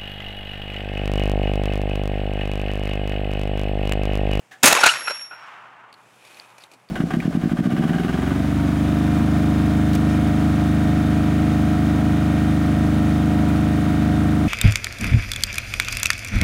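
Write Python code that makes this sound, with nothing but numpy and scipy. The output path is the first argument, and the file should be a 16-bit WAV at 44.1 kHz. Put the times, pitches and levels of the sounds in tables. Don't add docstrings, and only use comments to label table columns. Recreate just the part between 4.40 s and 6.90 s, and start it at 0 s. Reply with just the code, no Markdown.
import sys
import numpy as np
from scipy import signal
from scipy.fft import rfft, irfft
from scipy.io import wavfile

SR = 44100
rng = np.random.default_rng(int(sys.argv[2]) if len(sys.argv) > 2 else 0)


def int16_out(signal):
    q = np.round(np.clip(np.atleast_2d(signal).T, -1, 1) * 32767)
    wavfile.write(sys.argv[1], SR, q.astype(np.int16))


N = 110250
T = np.arange(N) / SR
BIN_HZ = np.arange(N // 2 + 1) * SR / N


def from_db(db):
    return 10 ** (np.asarray(db) / 20)


def unit_rms(x):
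    return x / np.sqrt(np.mean(x ** 2) + 1e-20)


def level(rows, column=1):
    rows = np.array(rows)
    return from_db(np.interp(T, rows[:, 0], rows[:, column]))


def at_hz(points, hz):
    points = np.array(points)
    return np.interp(np.log(hz + 1e-6), np.log(points[:, 0]), points[:, 1])


def drift(rate_hz):
    return unit_rms(irfft(rfft(rng.standard_normal(N)) / (1 + (BIN_HZ / rate_hz) ** 2), N))


def noise(spectrum, resonances=(), bass_db=0, treble_db=0):
    peaks_db = sum(boost / (1 + (2 * (BIN_HZ - hz) / width) ** 2) for hz, width, boost in resonances)
    colour = unit_rms(from_db(at_hz(spectrum, BIN_HZ) + peaks_db))
    shelves_db = bass_db / (1 + (BIN_HZ / 450) ** 4) + treble_db * (1 - 1 / (1 + (BIN_HZ / 3800) ** 4))
    return irfft(rfft(rng.standard_normal(N)) * colour * from_db(shelves_db), N)


def envelope(start, attack, hold, t60):
    age = T - start
    decay = np.exp(-np.log(1000) * np.clip((age - attack - hold) / t60, 0, 2))
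    return np.clip(age / attack, 0, 1) * decay


def arrivals(rows, spectrum, resonances, attack):
    return sum(from_db(db) * envelope(start, attack, hold, t60) * noise(spectrum, resonances, bass, treble)
               for start, db, hold, t60, bass, treble in rows)


def wave_packets(rows, pitch_spread):
    out = 0
    for centre, db, hz, sigma in rows:
        phase = 2 * np.pi * np.cumsum(hz * (1 + pitch_spread * drift(hz / 4))) / SR
        swell = np.exp(-.5 * ((T - centre) / sigma) ** 2)
        out = out + from_db(db) * swell * np.sqrt(2) * np.sin(phase)
    return out


# (frequency [Hz], relative level [dB])
WIND_SPECTRUM = [(20, -32), (55, -22), (85, -11), (125, -0.5), (200, -3), (400, -3.5), (750, -2),
                 (1400, -11), (2200, -15), (4000, -35.5), (16000, -46.5)]
HISS_SPECTRUM = [(40, -32.5), (120, -8.5), (400, -2), (900, -2), (1500, -2), (2000, -0.5), (2500, -0.5),
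                 (3300, -6.5), (4000, -12.5), (6000, -10.5), (8000, -9.5), (11000, -19.5), (16000, -24)]
# (time [s], level [dB])
HISS_LEVEL = [(0, -59), (0.15, -63), (0.22, -56), (0.30, -75), (1.45, -74.5), (1.7, -60), (2.1, -63.5),
              (2.5, -67)]

def background():
    wind = from_db(-61) * noise(WIND_SPECTRUM) * from_db(.8 * drift(12))
    hiss = level(HISS_LEVEL) * noise(HISS_SPECTRUM)
    hum = from_db(-72) * np.sqrt(2) * np.sin(2 * np.pi * 120.6 * T)
    return wind + hiss + hum


# (frequency [Hz], relative level [dB])
RUSTLE_LEVEL = [(1.48, -95), (1.58, -61), (1.7, -61.5), (1.79, -58.5), (1.84, -52), (1.93, -50.5),
                (1.99, -48), (2.04, -54), (2.09, -56), (2.17, -58.5), (2.24, -53), (2.28, -63),
                (2.34, -62.5), (2.40, -64.5)]
RUSTLE_SPECTRUM = [(40, -35), (120, -14), (600, 3), (1400, -2), (1950, -1), (2450, 1.5), (3000, -3),
                   (4500, -8.5), (6500, -9.5), (8200, -11.5), (10500, -9), (13000, -18), (16000, -28)]
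# (frequency [Hz], width [Hz], boost [dB])
STEEL_MODES = [(2490, 170, 7), (3000, 120, 4), (3650, 250, 4), (4400, 300, 3)]

def jacket_rustle():
    return level(RUSTLE_LEVEL) * noise(RUSTLE_SPECTRUM, STEEL_MODES) * from_db(1.5 * drift(120))


# (time [s], level [dB], t60 [s], ring frequency [Hz], knock re ring [dB])
GUN_CLICKS = [(1.527, -47.5, 0.022, 4450, -1), (1.5392, -47, 0.037, 4350, -13),
              (1.8503, -54.5, 0.041, 3700, 6), (1.872, -55.5, 0.036, 4400, 3),
              (1.9443, -48, 0.013, 4400, 3), (1.9980, -38, 0.011, 4480, -19),
              (2.1813, -49, 0.036, 2600, 6.5), (2.2056, -52, 0.085, 4700, -3),
              (2.218, -53, 0.068, 4500, -1), (2.2370, -43, 0.028, 3800, -0.5),
              (2.3142, -57.5, 0.069, 2950, 11), (2.335, -54, 0.067, 4350, 6),
              (2.4877, -46.5, 0.022, 4620, -10)]
# (frequency [Hz], relative level [dB])
KNOCK_SPECTRUM = [(60, -27), (300, -4), (750, 5.5), (1700, -14), (2450, 6.5), (3200, -11), (4200, -5.5),
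                  (7000, -9), (11000, -12), (16000, -28)]
# (multiple of the ring frequency [1], relative level [dB])
RING_SPECTRUM = [(.3, -22), (.55, -10), (.72, -8), (.9, -5.5), (1.0, 2), (1.09, -2), (1.2, -23), (2.5, -22),
                 (4.0, -42)]

def gun_clicks():
    knock, out = noise(KNOCK_SPECTRUM), 0
    for start, db, t60, hz, knock_db in GUN_CLICKS:
        ring = noise(np.array(RING_SPECTRUM) * [hz, 1])
        out = out + from_db(db) * envelope(start, .00066, .001, t60) * (ring + from_db(knock_db) * knock)
    return out


# (frequency [Hz], relative level [dB])
TRAP_SPECTRUM = [(60, -25), (200, -8.5), (680, -19), (760, 7.5), (850, -14.5), (1300, -7.5), (1750, 2.5),
                 (2300, -10.5), (2800, -9), (5000, -20), (6200, -18.5), (11000, -27.5), (16000, -36)]

def trap_clatter():
    return from_db(-42) * envelope(start=.109, attack=.006, hold=.014, t60=.2) * noise(TRAP_SPECTRUM)


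# (frequency [Hz], relative level [dB])
ROLL_LEVEL = [(0.75, -66), (0.89, -55.5), (0.96, -45.5), (1.02, -42), (1.08, -40), (1.2, -42),
              (1.32, -44.5), (1.40, -43.5), (1.50, -45.5), (1.58, -50), (1.8, -58), (2.1, -49.5),
              (2.3, -53), (2.5, -61)]
ROLL_SPECTRUM = [(60, -34), (250, -24.5), (500, -13.5), (850, 2), (1400, 3), (2000, -4), (2800, -6),
                 (4000, -20.5), (7000, -27.5), (12000, -40.5), (16000, -48.5)]
TAIL_START_S = .238

def far_wood(dulling_db_per_s=21.5, dulling_from_s=1):
    roll = noise(ROLL_SPECTRUM)
    low = irfft(rfft(roll) / (1 + (BIN_HZ / 2250) ** 2) ** 2, N)
    treble_gain = from_db(-dulling_db_per_s * np.maximum(T - dulling_from_s, 0))
    dulled = low + treble_gain * (roll - low)
    return level(ROLL_LEVEL) * (T > TAIL_START_S) * dulled * from_db(1.4 * drift(50))


# (time [s], fundamental level [dB], octave level [dB])
WHISTLE_LEVELS = [(0.37, -54.5, -52.5), (0.405, -26.5, -35), (0.45, -60, -43), (0.48, -34, -51),
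                  (0.525, -35.5, -43), (0.63, -42, -43), (0.675, -31, -38.5), (0.72, -33, -45),
                  (0.80, -39, -49.5), (0.84, -35, -47.5), (0.89, -48.5, -59.5), (0.93, -48, -60.5),
                  (1.06, -65, -85), (1.13, -96, -100)]

def whistle(pitch_hz=5528, beat_hz=125.5):
    flat_hz = 65 * np.exp(-np.maximum(T - .41, 0) / .05)
    phase = 2 * np.pi * np.cumsum(pitch_hz - flat_hz + 4 * drift(25)) / SR
    beat = 1 + from_db(-17.5) * np.exp(2j * np.pi * beat_hz * T)
    tones = 0
    for k in (1, 2):
        flutter = k * .2 * (drift(90) + 1j * drift(90))
        tones = tones + level(WHISTLE_LEVELS, column=k) * np.exp(1j * k * phase) * (beat + flutter)
    shimmer = from_db(1.05 * drift(35))
    return np.sqrt(2) * tones.real * shimmer * (T > TAIL_START_S)


# (peak time [s], level [dB], frequency [Hz], Gaussian sigma [s])
LOW_THUDS = [(0.245, -14, 255, 0.0065), (0.545, -51.5, 140, .018), (0.615, -55, 280, 0.017),
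             (0.699, -38.5, 402.6, 0.0024), (0.711, -31, 480.8, 0.0055), (2.345, -59.5, 270, 0.018)]

def thuds():
    return wave_packets(LOW_THUDS, pitch_spread=.2)


# (peak time [s], level [dB], frequency [Hz], Gaussian sigma [s])
FENCE_ZINGS = [(0.366, -18.5, 1050, .007), (0.380, -22, 2300, 0.0046), (0.391, -16.5, 800, 0.0022),
               (0.495, -12, 2850, 0.0046)]

def fence_zings():
    return wave_packets(FENCE_ZINGS, pitch_spread=.055)


# (frequency [Hz], t60 [s])
EARLY_SPECTRUM = [(25, -37), (75, -28.5), (130, -7), (260, -4.5), (500, 5), (900, 0), (1400, 1), (2600, -1),
                  (4500, -7.5), (7000, -5.5), (11000, -7.5), (16000, -28)]
EARLY_T60 = [(40, .5), (150, .5), (400, .68), (1000, 1), (2600, 1.0), (5000, .85), (9000, .68), (16000, .5)]
# (frequency [Hz], relative level [dB])
LATE_LEVEL = [(0.33, -57), (0.365, -22), (0.42, -23), (0.48, -13), (0.505, -21), (0.52, -33), (0.56, -27.5),
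              (0.63, -45.5), (0.72, -37.5), (0.82, -45.5), (0.89, -55.5), (1.1, -110)]
LATE_SPECTRUM = [(60, -41), (300, -16), (700, -6.5), (1400, 3.5), (2700, -1.5), (4200, -8), (8000, -17.5),
                 (12000, -32.5), (16000, -41)]
# (frequency [Hz], width [Hz], boost [dB])
SHOT_RESONANCES = [(1412, 130, 4), (1850, 27, 6.5), (2600, 100, 7), (3830, 170, 3), (6410, 300, 5.5),
                   (6810, 80, 7)]

def scatter():
    spectrum, early = rfft(noise(EARLY_SPECTRUM, SHOT_RESONANCES)), 0
    centres_hz = np.geomspace(40, 16000, 14)
    band_index = np.interp(np.log(BIN_HZ + 1), np.log(centres_hz), np.arange(len(centres_hz)))
    for k, hz in enumerate(centres_hz):
        band = irfft(spectrum * np.maximum(1 - abs(band_index - k), 0), N)
        early = early + band * envelope(TAIL_START_S, attack=.0006, hold=0, t60=at_hz(EARLY_T60, hz))
    late = level(LATE_LEVEL) * (T > TAIL_START_S) * noise(LATE_SPECTRUM, SHOT_RESONANCES)
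    roughness = from_db(2.5 * drift(130))
    brief_dip = from_db(-21 * np.exp(-.5 * ((T - .5) / .0064) ** 2))
    return (from_db(-13) * early + late) * roughness * brief_dip


# (time [s], level [dB], hold [s], t60 [s], bass shelf [dB], treble shelf [dB])
ECHO_ARRIVALS = [(0.4335, 0, 0.003, 0.038, -2, -4), (0.4590, -3.5, 0.0031, 0.029, 3, 6),
                 (0.4720, -21, 0.033, 0.17, -28, 6), (0.6710, -19, 0.0018, .025, -25, -16),
                 (0.6775, -15, 0.0013, 0.033, -17, -13), (0.6960, -25, 0.0024, 0.023, -10, -5),
                 (0.7035, -22, .003, 0.062, -5.5, -8), (0.9090, -35.5, 0.019, 0.19, -6.5, -30)]
# (frequency [Hz], relative level [dB])
ECHO_SPECTRUM = [(25, -44), (80, -30), (150, -18), (350, -7.5), (600, -4), (850, -5), (1100, -7.5),
                 (1430, 5.5), (1900, -11.5), (2600, 0), (3300, -10), (4200, -11), (5200, -12), (7500, -12),
                 (11000, -20), (16000, -49)]
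# (frequency [Hz], width [Hz], boost [dB])
BUILDING_RESONANCES = [(910, 120, 7.5), (1360, 200, 5.5), (1533, 200, 4), (2550, 170, 4.5), (4110, 400, 8)]

def building_echoes():
    return arrivals(ECHO_ARRIVALS, ECHO_SPECTRUM, BUILDING_RESONANCES, attack=.0033)


# (time [s], level [dB], hold [s], t60 [s], bass shelf [dB], treble shelf [dB])
BLAST_ARRIVALS = [(0.2290, -24.5, 0.0042, .02, -4.5, 5), (0.2323, -5, 0.0022, .012, 0, 4.5),
                  (0.2386, -5, 0.0058, .05, 5.5, 1), (0.2565, -3.5, 0.0044, .04, -7.5, 6.5),
                  (0.2715, -3.5, .010, .045, -5.5, 0), (0.3005, -16.5, 0.0095, .035, -3, -3),
                  (0.3255, -5.5, 0.0057, 0.01, -1, -1.5)]
# (frequency [Hz], relative level [dB])
BLAST_SPECTRUM = [(25, -29.5), (75, -28), (130, -0.5), (250, -2.5), (400, -4.5), (800, 3), (1400, 2),
                  (2500, -0.5), (4800, -5), (7000, -5), (11000, -9), (16000, -19.5)]

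def muzzle_blast():
    return arrivals(BLAST_ARRIVALS, BLAST_SPECTRUM, SHOT_RESONANCES, attack=.0006)


def scene():
    shot = muzzle_blast() + building_echoes() + scatter() + fence_zings() + thuds() + far_wood()
    return (shot + whistle() + trap_clatter() + gun_clicks() + jacket_rustle() + background())[None]


def record(dry, ceiling=.61, knee=3.5):
    clipped = dry / (1 + abs(dry / ceiling) ** knee) ** (1 / knee)
    bass_cut = signal.sosfilt(signal.butter(1, 45, "high", fs=SR, output="sos"), clipped)
    low_pass = signal.firwin(255, 15900, fs=SR, window="blackman")
    return signal.fftconvolve(bass_cut, low_pass[None], "same")


dry = scene()
out = record(dry)
int16_out(out)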